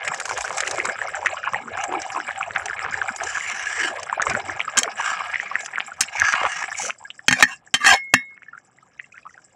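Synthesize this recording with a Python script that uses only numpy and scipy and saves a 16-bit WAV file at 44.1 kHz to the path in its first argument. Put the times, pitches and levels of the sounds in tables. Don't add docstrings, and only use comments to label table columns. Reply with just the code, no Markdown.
import sys
import numpy as np
from scipy import signal
from scipy.io import wavfile
from scipy.ndimage import uniform_filter1d, map_coordinates

SR = 44100
rng = np.random.default_rng(int(sys.argv[2]) if len(sys.argv) > 2 else 0)


def wrap_up_sound(samples):
    columns = np.atleast_2d(samples).T
    tamed = np.clip(columns, -1, 1)
    steps = np.round(tamed * 32767).astype(np.int16)
    wavfile.write(sys.argv[1], SR, steps)


N = 421155
TIME = np.arange(N) / SR


def gain_of(db):
    return 10 ** (np.asarray(db) / 20)


def evened(x):
    return x / np.sqrt(np.mean(x ** 2) + 1e-20)


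def steadied(x, span=0.22):
    width = int(span * SR / 2)
    power = uniform_filter1d(uniform_filter1d(x ** 2, width), width)
    return x / np.sqrt(abs(power) + 1e-12)


def curves(rows):
    times, *columns = np.transpose(rows)
    return [np.interp(TIME, times, column) for column in columns]


def add(mix, start, sound):
    part = mix[max(round(start * SR), 0):][:len(sound)]
    part += sound[:len(part)]


def gesture(start, length, attack_s, release_s):
    rise = np.clip((TIME - start) / attack_s, 0, 1)
    return rise * np.exp(-np.clip((TIME - start - length) / release_s, 0, 20))


def wander(per_s):
    knots = rng.standard_normal(N // 16)
    return evened(np.interp(TIME * per_s, np.arange(len(knots)), knots))


def clicks(per_s, spread_db):
    size = gain_of(spread_db * np.minimum(rng.exponential(1, N), 3.5))
    return size * rng.choice([-1, 1], N) * (rng.random(N) < per_s / SR)


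def coloured(x, colour, tilt_db=0):
    octave = np.log2(abs(np.fft.fftfreq(2048, 1 / SR)) + 1)
    hz, db = np.transpose(colour)
    shape_db = np.interp(octave, np.log2(hz), db) + tilt_db * np.clip(octave - 11, -2, 2)
    log_gain = np.log(gain_of(shape_db))
    taps = np.fft.ifft(np.exp(np.conj(signal.hilbert(log_gain)))).real
    return signal.oaconvolve(x, taps)[:len(x)]


def shifting(x, depth_db, width_hz, span, size=512):
    frames = dict(nperseg=size, noverlap=size * 3 // 4)
    hz, t, spectrum = signal.stft(x, SR, **frames)
    grid = np.meshgrid(hz / width_hz, t / span, indexing="ij")
    patches = map_coordinates(rng.standard_normal((120, 240)), grid, order=1, mode="wrap")
    spectrum = spectrum * gain_of(depth_db * np.clip(evened(patches), -2, 1.8))
    return signal.istft(spectrum, SR, **frames)[1][:len(x)]


def resonate(x, hz, width_hz):
    turn = np.exp(2j * np.pi * np.cumsum(hz) / SR)
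    decay = np.exp(-np.pi * width_hz / SR)
    return 2 * (turn * signal.lfilter([(1 - decay) ** 2], [1, -2 * decay, decay ** 2], x / turn)).real


def resonances(peaks):
    hz = np.geomspace(20, SR / 2, 600)
    power = sum(gain_of(db) ** 2 / (1 + ((hz - centre) / width) ** 2) ** 2
                for centre, width, db in peaks)
    return np.transpose([hz, 10 * np.log10(power)])


def ring(tones, length=.5):
    t = TIME[:int(length * SR)]
    return sum(gain_of(db + 2 * rng.standard_normal() - 60 * t / t60)
               * np.sin(2 * np.pi * hz * t) * rng.choice([-1, 1]) for hz, db, t60 in tones)


def answer(x, response, db):
    return gain_of(db) * signal.oaconvolve(x, response / np.linalg.norm(response))[:N]


def reflected(x, echo_db, t60, count=60):
    delay = rng.uniform(0.00092, .04, count)
    echoes = np.zeros(SR // 8)
    echoes[(delay * SR).astype(int)] = rng.choice([-1, 1], count) * gain_of(-60 * delay / t60)
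    return x + answer(x, echoes, echo_db)


def crack(colour, t60, tilt_db=0, uneven_db=3, rise_s=0.00076):
    t = TIME[:SR // 3]
    noise = shifting(rng.standard_normal(2 * len(t)), uneven_db, width_hz=263, span=0.27)
    noise = evened(coloured(noise, colour, tilt_db)[len(t):])
    return noise * gain_of(-60 * t / t60) * (1 - np.exp(-t / rise_s))


def snaps(rows, colour, t60, level_db):
    out = np.zeros(N)
    for start, db in rows:
        add(out, start, gain_of(db + level_db) * crack(colour, t60))
    return out


def bubble(hz, length, glide=0.043, roundness=2):
    peak_s = length * np.sqrt(roundness / 8)
    age = np.arange(int(8 * length * SR)) / (SR * peak_s)
    pitch = hz * (1 + glide * (np.minimum(age, 6) - 1.5))
    swell = (age * np.exp(1 - age)) ** roundness
    return swell * np.sin(2 * np.pi * (np.cumsum(pitch) / SR + rng.random()))


def swarm(low_hz, high_hz, cycles, per_s, spread_db, clump_db, clumps_per_s,
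          scatter=.15, sway=.22, roundness=2, sizes=40):
    bursts = clicks(per_s, spread_db) * gain_of(clump_db * np.clip(wander(clumps_per_s), -2, 1.6))
    smallness = .5 + sway * wander(clumps_per_s) + scatter * rng.standard_normal(N)
    kind = np.floor(smallness * sizes)
    moments = np.flatnonzero(bursts)
    out = np.zeros(N + SR)
    for k, hz in enumerate(np.geomspace(low_hz, high_hz, sizes)):
        blip = hz * bubble(hz, cycles * rng.uniform(0.44, 2.02) / hz, roundness=roundness)
        starts = moments[kind[moments] == k]
        samples = starts[:, None] + np.arange(len(blip))
        np.add.at(out, samples.ravel(), np.outer(bursts[starts], blip).ravel())
    return out[:N]


# pitch in Hz, relative level in dB.
AIR_COLOUR = [(20, -15), (60, -12), (130, 9.5), (400, 1), (1000, -7), (2500, -14), (5000, -47.5),
              (10000, -41), (16000, -46.5)]
def still_air():
    return gain_of(-66) * evened(coloured(rng.standard_normal(N), AIR_COLOUR))


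# start in seconds, relative level in dB.
FOIL_SNAPS = [(.0483, -21.5), (.078, -19), (.1441, -17.5), (.1994, -12.5), (.2543, -15.5), (.2922, -18.5),
              (.376, -17), (.408, -16), (.575, -29), (.5811, -12.5), (.604, -9), (.663, -24), (.675, -13),
              (.7103, -14.5), (.853, -15.5)]
# pitch in Hz, relative level in dB.
FOIL_COLOUR = [(200, -38), (500, 9), (1500, 24.5), (3500, 11.5), (7500, 19.5), (11000, -6), (15000, -35)]
def sachet():
    creases = clicks(per_s=1400, spread_db=9) * gain_of(5.3 * wander(68.6))
    creases = reflected(creases, echo_db=-9, t60=0.081)
    shake = gesture(start=0.2, length=0.647, attack_s=0.022, release_s=0.036)
    rustle = shake * steadied(coloured(creases, FOIL_COLOUR, tilt_db=1))
    return snaps(FOIL_SNAPS, FOIL_COLOUR, t60=0.028, level_db=-1.5) + gain_of(-41.5) * rustle


# start in seconds, relative level in dB.
FAT_SPITS = [(1.2585, -23), (1.268, -33), (1.8377, -24), (2.0178, -25), (2.6569, -23), (2.9327, -34),
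             (3.1607, -27.5), (3.235, -25.5), (3.9968, -33), (4.03, -27.5), (4.2188, -20), (4.297, -20),
             (5.6057, -27.5), (5.66, -26.5)]
def spitting_fat():
    colour = [(200, -39), (800, 5), (2500, 6.5), (4300, -7.5), (6000, 7.5), (7700, 2),
              (10000, -18), (13000, -44)]
    return snaps(FAT_SPITS, colour, t60=0.026, level_db=5.5)


# pitch in Hz, relative level in dB.
SIZZLE_COLOUR = [(800, -45), (2000, -22.5), (3300, -2), (4300, -15), (5000, -0.5), (5900, 4.5), (6600, -6),
                 (7500, 8), (8500, -12), (10500, -15), (12500, -43.5), (15000, -44)]
def sizzling_fat():
    fizz = swarm(2070, 15800, cycles=4.6, per_s=2100, spread_db=9, clump_db=5, clumps_per_s=80,
                 scatter=.25, sway=.1, roundness=3)
    return steadied(coloured(reflected(fizz, echo_db=-3, t60=0.092), SIZZLE_COLOUR))


# pitch in Hz, relative level in dB.
GURGLE_COLOUR = [(180, -20.5), (280, -12), (370, -4.5), (520, 2.5), (800, 6), (1500, -49)]
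RUMBLE_COLOUR = [(20, -27), (55, -7.5), (100, 1.5), (170, -7), (250, 0.5), (500, -27.5), (2000, -83.5)]
# start and length in seconds, gurgle and rumble levels in dB.
SAUCE_SURGES = [(0.31, 0.12, -39, -46), (0.7, 0.2, -35.5, -49), (1.496, 0.28, -40, -46),
                (1.852, 0.16, -39, -69), (2.446, 0.18, -46, -50), (2.74, .28, -47.5, -47.5),
                (3.19, 0.08, -37, -51), (3.767, 0.27, -36.5, -62), (4.167, 0.083, -32, -62),
                (4.246, 0.13, -32, -37), (4.403, .16, -50, -46.5), (4.742, 0.14, -33, -68),
                (6.17, 0.07, -71, -42), (6.407, 0.074, -38.5, -49), (6.796, 0.1, -39, -51)]
def heaving_sauce(gurgle_db, rumble_db):
    gurgle_power, rumble_power = gain_of(gurgle_db) ** 2, gain_of(rumble_db) ** 2
    for start, length, slop_db, heave_db in SAUCE_SURGES:
        swell = gesture(start, length, attack_s=0.038, release_s=0.0087)
        gurgle_power += (gain_of(slop_db) * swell) ** 2
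        rumble_power += (gain_of(heave_db) * swell) ** 2
    gurgle = swarm(280.6, 874, cycles=2.87, per_s=450, spread_db=3.5, clump_db=2, clumps_per_s=30)
    rumble = swarm(35, 290, cycles=2.23, per_s=220, spread_db=3, clump_db=3.5, clumps_per_s=17)
    return (np.sqrt(gurgle_power) * steadied(coloured(gurgle, GURGLE_COLOUR))
            + np.sqrt(rumble_power) * steadied(coloured(rumble, RUMBLE_COLOUR)))


# start and length in seconds, level in dB, pitch in Hz.
SAUCE_HOLLOWS = [(.62, .25, -45, 406), (1.72, .4, -34, 768), (1.868, 0.12, -37, 350),
                 (2.136, .07, -42, 338), (2.617, 0.083, -47, 402), (2.82, .05, -44, 444),
                 (2.954, .06, -43.5, 430), (3.79, 0.12, -43, 350), (4.238, 0.18, -45, 410),
                 (4.453, 0.046, -42, 350)]
def hollows():
    out, sputter = np.zeros(N), clicks(per_s=500, spread_db=4.5)
    for start, length, db, hz in SAUCE_HOLLOWS:
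        bursts = sputter[int(start * SR):][:SR]
        tone = steadied(resonate(bursts, np.full(len(bursts), hz), width_hz=82), span=0.18)
        swell = gesture(0, length, attack_s=0.032, release_s=.015)[:len(bursts)]
        add(out, start, gain_of(db) * tone * swell)
    return out


# pitch in Hz, relative level in dB.
SPLUTTER_COLOUR = [(250, -21), (550, 0.5), (900, 7), (1800, 5.5), (2600, -1), (3400, -5.5), (4300, -19),
                   (6000, -16.5), (8000, -18), (11000, -41)]
def spluttering():
    ticks = swarm(900, 6000, cycles=1, per_s=1500, spread_db=6, clump_db=6, clumps_per_s=85,
                  scatter=.25, sway=.05, roundness=4)
    return steadied(coloured(reflected(ticks, echo_db=-12.5, t60=0.05), SPLUTTER_COLOUR))


# pitch in Hz, relative level in dB.
SIMMER_COLOUR = [(300, -41), (750, 11.5), (1200, -2), (1700, -10), (2200, -13.5), (2700, -6.5), (3500, -17),
                 (6000, -22.5), (11000, -78)]
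def simmering():
    blips = swarm(700, 3200, cycles=4.5, per_s=300, spread_db=4.5, clump_db=5, clumps_per_s=22,
                  scatter=.2, sway=.15, roundness=4)
    return steadied(coloured(reflected(blips, echo_db=-22.5, t60=0.12), SIMMER_COLOUR), span=0.36)


# pitch in Hz, relative level in dB.
BOIL_COLOUR = [(300, -29), (450, -22.5), (600, 3.5), (780, 10.5), (1200, 3.5), (1800, -4), (2400, 1),
               (3300, -15.5), (4200, -10.5), (6000, -62.5), (11000, -96.5)]
# time in seconds, the burble's share of the power from 0 to 1.
DENSE_SHARE = [(0, 0.75), (1.5, 0.79), (3, 0.72), (4.5, 0.25), (5.6, 0.12), (7, 0.067)]
def boiling():
    burble = swarm(416, 3660, cycles=1.78, per_s=1900, spread_db=7.5, clump_db=3, clumps_per_s=73,
                   scatter=.26, sway=.06)
    burble = shifting(reflected(burble, echo_db=-8.5, t60=0.086), depth_db=9, width_hz=266, span=.035)
    loose = swarm(382, 4410, cycles=3.94, per_s=1100, spread_db=4, clump_db=15, clumps_per_s=60,
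                  scatter=.16, sway=.16)
    loose = reflected(loose, echo_db=-9, t60=0.082)
    share = curves(DENSE_SHARE)[0]
    return (np.sqrt(share) * steadied(coloured(burble, BOIL_COLOUR))
            + np.sqrt(1 - share) * steadied(coloured(loose, BOIL_COLOUR)))


def steam_spurts(depth_db=2.6, per_s=24):
    return steadied(gain_of(depth_db * np.clip(wander(per_s), -2, 1.6)), span=.4)


# time in seconds, then relative levels of bubbling, gurgle and sizzle in dB.
COOKING_LEVELS = [(0, -29, -37, -43.5), (.25, -36.5, -42, -41.5), (.38, -31.5, -37.5, -40.5),
                  (.85, -32.5, -36.5, -44), (1.3, -31, -38.5, -46), (1.65, -37.5, -57, -53),
                  (1.85, -30, -45, -43), (2.2, -35, -57, -45), (2.42, -32.5, -61, -49.5),
                  (2.68, -31, -52, -48.5), (3.2, -32, -53.5, -43), (4.1, -34, -52, -50),
                  (4.3, -30, -64, -42), (4.65, -33.5, -48.5, -47.5), (5.6, -38, -52.5, -45),
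                  (5.92, -39, -60.5, -52), (6.86, -37.5, -58, -43), (6.97, -55, -64, -55),
                  (8.4, -63.5, -73.5, -71), (9.55, -59.5, -65, -61.5)]
def cooking(blade_moving, smothered_share=0.42, full_boil_db=-32):
    bubbling_db, gurgle_db, sizzle_db = curves(COOKING_LEVELS)
    calm = np.clip((-42 - bubbling_db) / 8, 0, 1)
    bubbles = np.sqrt(1 - calm) * boiling() + np.sqrt(calm) * simmering()
    bubbles = gain_of(bubbling_db) * (gain_of(0.33) * bubbles + gain_of(-7) * spluttering())
    sauce = heaving_sauce(gurgle_db, rumble_db=-55.5 + 0.59 * (bubbling_db - full_boil_db))
    sizzle = gain_of(sizzle_db) * sizzling_fat() * steam_spurts()
    undisturbed = np.sqrt(1 - smothered_share * blade_moving)
    return undisturbed * steam_spurts() * (bubbles + sizzle) + sauce


# pitch in Hz, relative level in dB, undamped fade time in seconds.
METAL_TONES = [(790, -13, .07), (1172, -17, .06), (1625, -4, .07), (1733, -16, .09), (2104, -3, .09),
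               (2616, -10, .1), (2765, -7, .08), (3143, -7, .05), (3256, -9, .05), (3736, -27, .12),
               (3858, -15, .06), (4377, -13, .07), (5511, -16, .07), (6245, -14, .07), (6982, -15, .06),
               (7600, -14, .06), (8484, -23, .06), (10480, -29, .15)]
def in_pan(x, fade_share=0.29):
    damped = ring([(hz, db / 2, t60 * fade_share) for hz, db, t60 in METAL_TONES], length=.1)
    return x + answer(x, damped, db=-12)


def lesser_bubbles(per_s=10, count=400):
    times = np.cumsum(rng.gamma(2, .5, count)) / per_s
    force, pitch, ringing = np.clip(rng.standard_normal((count, 3)), -2, 2).T
    db = np.interp(times, TIME, curves(COOKING_LEVELS)[0]) + 8.5 + 3.5 * force
    hz = 1250 * 2 ** (0.26 * pitch)
    cycles = 3.23 * 2 ** (.25 * ringing)
    return np.transpose([times, db, hz, cycles / hz])[times < TIME[-1]]


# time of the peak in seconds, level in dB, pitch in Hz, rough length in seconds.
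STEAM_GLUGS = [(.1, -39, 158, 0.018), (.79, -25, 386, 0.009), (1.945, -32, 383, 0.012),
               (2.2, -27, 770, 0.0068), (3.11, -36, 234, 0.013), (3.85, -29.5, 374, 0.0082),
               (4.365, -52, 260, 0.0045), (4.49, -32, 330, 0.011), (6.443, -21.5, 573, 0.01)]
LOUD_BUBBLES = [(0.0773, -8.5, 2100.0, 0.0011), (0.1197, -16.5, 1020, 0.0033), (0.1393, -17, 1840, 0.0028),
                (0.2015, -31, 1410, 0.0034), (0.2133, -15, 1460, 0.0017), (0.3015, -21, 1470, 0.0047),
                (0.3118, -12, 1040, 0.0023), (0.3305, -21.5, 890.0, 0.0025), (0.3832, -15, 1120, 0.002),
                (0.449, -15, 1470.0, 0.0034), (0.4793, -14, 1710.0, 0.0012), (0.507, -14, 1120, 0.0017),
                (0.6054, -18, 2320, 0.0018), (0.6364, -13.5, 1830.0, 0.0016), (0.6727, -13, 1980, 0.0024),
                (0.7846, -12, 1260, 0.0013), (0.8017, -12, 2100, 0.0042), (0.8566, -10, 1400.0, 0.0017),
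                (0.8896, -14, 1530, 0.0017), (0.8975, -14.5, 1630, 0.0032), (1.0176, -13.5, 1770.0, 0.0031),
                (1.1466, -16, 1580, 0.0028), (1.2493, -16.5, 1170, 0.0017), (1.2612, -9.5, 1860, 0.0033),
                (1.2688, -3.5, 1820, 0.00096), (1.283, -16, 1900, 0.002), (1.345, -21.5, 1050, 0.004),
                (1.4407, -15, 1480, 0.0031), (1.4764, -11.5, 1060, 0.004), (1.5357, -12.5, 1130, 0.0029),
                (1.5461, -11.5, 1920, 0.0034), (1.5601, -19, 820.0, 0.0066), (1.7778, -13.5, 1350, 0.0015),
                (1.8391, -23, 1680, 0.0058), (1.9255, -15, 930.0, 0.0023), (1.94, -13.5, 950, 0.003),
                (1.9538, -24, 810, 0.011), (1.969, -23, 840, 0.011), (2.0647, -25, 930, 0.0038),
                (2.1506, -17, 1160, 0.0037), (2.1634, -15, 1030, 0.0045), (2.1781, -15.5, 1000, 0.0049),
                (2.2019, -14.5, 1530, 0.0025), (2.292, -14, 1320.0, 0.0013), (2.3095, -18, 1680, 0.0037),
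                (2.4117, -12.5, 1250, 0.0033), (2.43, -12.5, 2450, 0.0019), (2.4823, -23, 730.0, 0.0071),
                (2.5627, -5, 1540, 0.0015), (2.6844, -16.5, 1870, 0.0015), (2.6997, -16.5, 1630, 0.0035),
                (2.7332, -19, 1670, 0.005), (2.793, -14, 1970, 0.0018), (2.8492, -15, 1680, 0.0018),
                (2.8631, -13.5, 1240, 0.0015), (2.9247, -18.5, 1550, 0.0032), (2.9428, -10.5, 1710, 0.0035),
                (3.0172, -11, 1590.0, 0.0038), (3.0919, -15.5, 1540, 0.0033),
                (3.2102, -13.5, 1630.0, 0.0022), (3.3544, -15.5, 1690, 0.0045), (3.3724, -13, 1540, 0.0024),
                (3.4101, -18, 2100, 0.0035), (3.6628, -30, 1730, 0.004), (3.6719, -19, 1690, 0.0072),
                (3.7963, -23, 1750, 0.0059), (3.8081, -20, 2050, 0.0031), (3.8341, -17, 1780, 0.0027),
                (3.8857, -16.5, 1320, 0.0028), (4.0984, -14.5, 1550, 0.0026), (4.1291, -12.5, 1080, 0.0037),
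                (4.179, -18.5, 770.0, 0.0046), (4.1984, -9, 1340.0, 0.0021), (4.209, -16, 1360, 0.0015),
                (4.2258, -9, 1750, 0.0029), (4.2694, -7.5, 1170, 0.0024), (4.3188, -21.5, 1510, 0.013),
                (4.3515, -8.5, 1600.0, 0.002), (4.372, -19.5, 1480, 0.0014), (4.4978, -16, 1700, 0.0029),
                (4.5958, -17.5, 1020, 0.0019), (4.6044, -7.5, 2250, 0.0019), (4.6814, -16.5, 1264, 0.0072),
                (4.8461, -17, 1410, 0.0015), (4.858, -20, 1970, 0.0018), (4.8787, -14.5, 1140, 0.0021),
                (5.002, -13, 1000, 0.0035), (5.08, -13, 1530, 0.0014), (5.1187, -18, 1120, 0.0014),
                (5.2084, -15.5, 1140, 0.0041), (5.3434, -11.5, 1970, 0.0023), (5.3586, -8, 2020, 0.0024),
                (5.4003, -12, 1930, 0.0023), (5.5164, -17.5, 1140, 0.0053), (5.5563, -6, 1860, 0.0022),
                (5.7372, -21.5, 1850, 0.0032), (5.7587, -14.0, 2170.0, 0.0027),
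                (5.7828, -10.5, 1590, 0.0026), (5.8049, -8, 2600, 0.00069), (5.92, -24.5, 1410, 0.006),
                (6.0223, -24, 1530, 0.0056), (6.0365, -15, 2660, 0.0016), (6.155, -20.5, 880, 0.0061),
                (6.2195, -2, 1770, 0.0019), (6.2425, -15, 1290, 0.0035), (6.2495, -11, 2240, 0.0015),
                (6.288, -15.5, 1610, 0.0012), (6.339, -4, 1443, 0.00147), (6.415, -14, 1010, 0.0014),
                (6.4526, -5.5, 1125, 0.0021), (6.623, -19, 960, 0.0033), (6.6409, -11.5, 1720, 0.0014),
                (6.7183, -20, 1730, 0.004), (6.7278, -19.5, 1770, 0.0037), (6.8003, -20, 840.0, 0.0056),
                (6.8522, -20, 1480, 0.0024), (6.8982, -14, 1360, 0.0022), (6.9063, -14, 2600, 0.0016),
                (7.0141, -37, 950, 0.0048), (7.0283, -35, 945, 0.0041), (7.041, -34, 950, 0.0032),
                (7.0543, -29, 1636, 0.011), (7.1042, -20, 2970, 0.0015), (7.1938, -26.5, 1750, 0.0029),
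                (7.6759, -37, 1710, 0.004), (8.3778, -32.5, 1880, 0.0015), (8.4217, -31.5, 1620.0, 0.0016),
                (8.4327, -31.5, 2160.0, 0.0018), (8.4654, -43, 1700, 0.0041), (8.4866, -31.5, 1760, 0.008),
                (8.5344, -30.5, 1380, 0.0069), (8.543, -39, 1560, 0.0041), (8.5522, -32, 1370, 0.0051),
                (8.5792, -29, 1560, 0.0034), (8.787, -40, 2006, 0.003), (8.8302, -43, 1260, 0.0084),
                (8.9986, -20, 1940, 0.0023), (9.032, -46, 2090, 0.003), (9.0435, -38, 2050.0, 0.0043),
                (9.045, -43, 2740, 0.0064), (9.1216, -45, 2180, 0.0036), (9.127, -38.5, 2480, 0.005),
                (9.145, -40, 1390, 0.0081), (9.158, -46, 2550, 0.0075), (9.1629, -39, 1600, 0.0033),
                (9.174, -37, 1580, 0.006), (9.1801, -29, 1940.0, 0.002), (9.232, -45, 2520, 0.005),
                (9.2551, -33, 1140, 0.0043), (9.2668, -28, 1230, 0.0067), (9.276, -35, 1250, 0.004),
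                (9.296, -41, 1960, 0.005), (9.309, -42, 1400, 0.0031), (9.344, -41, 1900, 0.0059),
                (9.379, -33.5, 1530, 0.0035), (9.392, -41.5, 1460, 0.003)]
def pops(rows, flutter_db, tear_s=.0006):
    out = np.zeros(N)
    for peak_s, db, hz, length in rows:
        length = max(length, 2 / hz)
        force_db = db + 0.38 * min(db + 13.5, 0)
        tone = bubble(hz, length, glide=0.0043, roundness=6)
        add(out, peak_s - length * np.sqrt(3) / 2, gain_of(db) * tone)
        tick = bubble(2500 * rng.uniform(0.58, 1.135), tear_s, roundness=3)
        add(out, peak_s - tear_s, gain_of(force_db - 8) * tick)
        for when, pitch, strength in rng.uniform(-1, 1, (4, 3)):
            flutter = bubble(hz * np.exp(0.33 * pitch), 0.67 * length, roundness=3)
            add(out, peak_s + 0.01 * when, gain_of(force_db + flutter_db + 8.5 * strength) * flutter)
    return reflected(out, echo_db=-16, t60=0.091)


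# pitch in Hz, relative level in dB.
SCRAPE_COLOUR = [(300, -24.5), (500, -29), (720, 3.5), (1100, 5.5), (1700, 4), (2100, 2), (2700, 0.5),
                 (3400, -9.5), (4200, -18.5), (6000, -24.5), (11000, -93)]
RASP_COLOUR = [(800, -41), (2000, -22), (3000, 1.5), (4100, -13), (5000, -4.5), (5900, 6.5), (6600, -1),
               (7400, 5), (8500, -9.5), (10800, -21), (12500, -48), (15000, -36)]
# start and length in seconds, scrape and rasp levels in dB,
# first and last pitch of the hollow under the blade in Hz.
STIR_STROKES = [(3.208, 0.31, -31.5, -38.5, 1660, 1760), (3.513, 0.34, -30.5, -40, 1580, 1810),
                (3.755, 0.13, -28.5, -37.5, 1870, 1620), (4.963, 0.16, -24, -37, 1700, 1260),
                (5.085, 0.2, -30.5, -80, 1150, 1040), (5.275, 0.34, -36, -64, 2060, 2100),
                (6.113, 0.048, -27.5, -37, 1570, 2120), (6.169, 0.055, -18.5, -37, 2000, 1700),
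                (6.222, 0.096, -21.5, -32, 1700, 1400), (6.309, 0.15, -20.5, -48.5, 1250, 820),
                (6.456, 0.18, -29.5, -39.5, 1900, 1910), (6.754, 0.11, -33, -28, 2100, 2210)]
def stirring():
    moving, scrape_gain, rasp_gain, hollow_hz = np.zeros((4, N))
    for start, length, scrape_db, rasp_db, first_hz, last_hz in STIR_STROKES:
        push = gesture(start, length, attack_s=0.059, release_s=0.02) + 1e-9
        moving += push
        scrape_gain += gain_of(scrape_db) * push
        rasp_gain += gain_of(rasp_db) * push
        hollow_hz += push * np.interp(TIME, [start, start + length], [first_hz, last_hz])
    hollow_hz /= moving
    grit = clicks(per_s=1900, spread_db=3) * gain_of(2.6 * wander(150))
    grit = shifting(grit, depth_db=3, width_hz=188.6, span=0.04, size=1024)
    hollow = gain_of(4.5) * resonate(grit, hollow_hz, width_hz=830)
    scrape = steadied(coloured(grit + hollow, SCRAPE_COLOUR))
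    hollow_echo = np.interp(TIME - 1 / hollow_hz, TIME, grit)
    rasp = shifting(grit + 0.063 * hollow_echo, depth_db=3.5, width_hz=780, span=.12)
    rasp = steadied(coloured(rasp, RASP_COLOUR))
    return scrape_gain * scrape + rasp_gain * rasp, np.minimum(moving, 1)


# start and length in seconds, relative level in dB,
# first and last pitch of the squeal in Hz.
DRAGS = [(7.336, 0.049, -35, 1900, 2300), (7.381, 0.023, -22.5, 2280, 2830),
         (7.462, 0.072, -39, 2000, 1380), (7.791, 0.05, -28, 1590, 1640), (7.842, 0.097, -14.5, 1700, 2164)]
def rim_drags(pan_colour):
    slips = clicks(per_s=1900, spread_db=1) * gain_of(2.6 * wander(250))
    slips = steadied(shifting(slips, depth_db=8, width_hz=150, span=.035, size=1024), span=0.078)
    grating = gain_of(1.5) * steadied(coloured(slips, pan_colour, tilt_db=-1.5), span=0.02)
    out, pressure = np.zeros((2, N))
    for start, length, db, first_hz, last_hz in DRAGS:
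        press = gain_of(db) * gesture(start, length, attack_s=0.028, release_s=0.011)
        pitch = np.interp(TIME, [start, start + length], [first_hz, last_hz])
        squeal = gain_of(-4.5) * steadied(resonate(slips, pitch, width_hz=1200), span=.04)
        out += press * (grating + squeal)
        pressure += press
    return out + answer(slips * pressure, ring(METAL_TONES), db=-4)


# pitch in Hz, relative level in dB.
WALL_TONES = [(420, -21.5), (820, -6), (1230, -8.5), (1620, -1), (1820, 0), (2150, -3), (2400, -4),
              (3130, -1), (3850, -11.5), (4370, -6.5), (5550, -12.5), (6240, -7), (6600, -12.5),
              (7600, -11.5)]
def clank(t60, tilt_db, contact_hz):
    hz, db = np.transpose(WALL_TONES)
    nearness = np.exp(-(np.log2(hz / contact_hz) / 0.29) ** 2)
    db = db + tilt_db * np.log2(hz / 2000) + 7 * nearness
    hz = hz * rng.uniform(1, 1.02, len(hz))
    return ring(zip(hz, db, np.full(len(hz), t60)), length=.2)


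# pitch in Hz, relative level in dB, fade time in seconds.
STOVE_TONES = [(73, -11.5, 0.034), (123, -3, 0.082), (190, -3, 0.13), (252, 3, 0.11), (350, -24.5, 0.12)]
# start in seconds, clack level in dB, its fade time in seconds, clank, ring
# and thud levels in dB, tilt in dB per octave, pitch of the spot hit in Hz. All levels are relative.
SPATULA_KNOCKS = [(4.7708, -13, .04, -40.5, -51, -53.5, 1, 7300),
                  (4.7744, -8.5, 0.081, -29, -39, -51.5, 1, 6500),
                  (4.7866, -4.5, 0.026, -32.5, -36.5, -38.5, 7.5, 7260),
                  (4.8325, -15.5, 0.013, -21, -53, -48, 8.5, 3200),
                  (6.0071, -8, 0.06, -32, -46, -34, 6, 6290), (6.1985, -11.5, 0.01, -36, -36, -55, 7, 6300),
                  (7.283, -4, 0.024, -8.5, -20, -19.5, 1.5, 3120),
                  (7.3106, -13.5, 0.026, -17.5, -27, -18.5, 0, 1850),
                  (7.3257, -9, 0.04, -19, -25, -20.5, .5, 1870),
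                  (7.4088, -5.5, 0.0072, -18, -25, -60, -2, 1250),
                  (7.4253, 1, 0.038, -10.5, -25.5, -16, -0.5, 1946),
                  (7.7403, -8, 0.06, -19.5, -12, -26.5, 1, 3200),
                  (7.8469, -16, .03, -19.5, -29, -38, 0.5, 1700),
                  (7.8632, -15, 0.027, -16, -29.5, -34, 2, 1660),
                  (8.1386, 5.5, 0.019, -17, -12, -13.5, -1, 1600)]
def knocks(pan_colour):
    out = np.zeros(N)
    for start, clack_db, t60, clank_db, ring_db, thud_db, tilt_db, contact_hz in SPATULA_KNOCKS:
        clack = crack(pan_colour, t60, tilt_db, uneven_db=2.5, rise_s=.0004)
        contact = crack(resonances([(contact_hz, 290, 0)]), t60, uneven_db=4.5, rise_s=0.00026)
        add(out, start, gain_of(clack_db - 2) * clack + gain_of(clack_db - 7) * contact)
        add(out, start, gain_of(clank_db) * clank(1.44 * t60, tilt_db, contact_hz))
        add(out, start, gain_of(ring_db - 5) * ring(METAL_TONES))
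        add(out, start, gain_of(thud_db - 7.5) * ring(STOVE_TONES))
    return out


# start in seconds, level in dB, pitch in Hz, fade time in seconds.
BLADE_TONES = [(7.93, -21.5, 2164, 0.72), (7.93, -26, 2205, .26), (8.139, -22, 2171, 0.5),
               (8.139, -32, 3736, 0.21), (8.139, -34, 3790, .1), (8.139, -27, 3246, .11)]
def ringing_blade():
    out, t = np.zeros(N), TIME[:SR]
    for start, db, hz, t60 in BLADE_TONES:
        add(out, start, gain_of(db - 60 * t / t60) * np.sin(2 * np.pi * hz * t))
    return out


# pitch and width in Hz, relative level in dB.
PAN_PEAKS = [(130, 70, -32), (251.2, 11, -6), (530, 67, -17), (770, 99, -8), (1194, 120, 1.5),
             (1630, 110, 1.5), (2100, 100, 1.5), (2467, 130, -4.5), (2660, 120, -1), (3123, 110, -2.5),
             (3830, 170, -10.5), (4284, 150, -11), (5370, 530, -12.5), (6870, 1100, -9.5),
             (7550, 1700, -21.5), (9400, 570, -26.5), (14000, 2300, -49.5)]
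def spatula_on_rim():
    pan_colour = resonances(PAN_PEAKS)
    clatter = knocks(pan_colour) + rim_drags(pan_colour)
    yard = crack(pan_colour, t60=0.13, uneven_db=17.5, rise_s=0.0057)
    return clatter + answer(clatter, yard, db=-20) + ringing_blade()


def scene():
    scrape, blade_moving = stirring()
    curry = in_pan(cooking(blade_moving) + scrape) + hollows() + spitting_fat()
    bubbles = pops([*LOUD_BUBBLES, *lesser_bubbles()], flutter_db=-12)
    glugs = pops(STEAM_GLUGS, flutter_db=-14)
    return np.tile(still_air() + sachet() + curry + bubbles + glugs + spatula_on_rim(), (2, 1))


def record(dry, low_hz=36, high_hz=15900):
    clipped = dry / (1 + dry ** 6) ** (1 / 6)
    bass_cut = signal.sosfilt(signal.butter(2, low_hz, "highpass", fs=SR, output="sos"), clipped)
    treble_filter = signal.firwin(511, high_hz, window=("kaiser", 9), fs=SR)
    return signal.oaconvolve(bass_cut, treble_filter[None], "same")


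dry = scene()
out = record(dry)
wrap_up_sound(out)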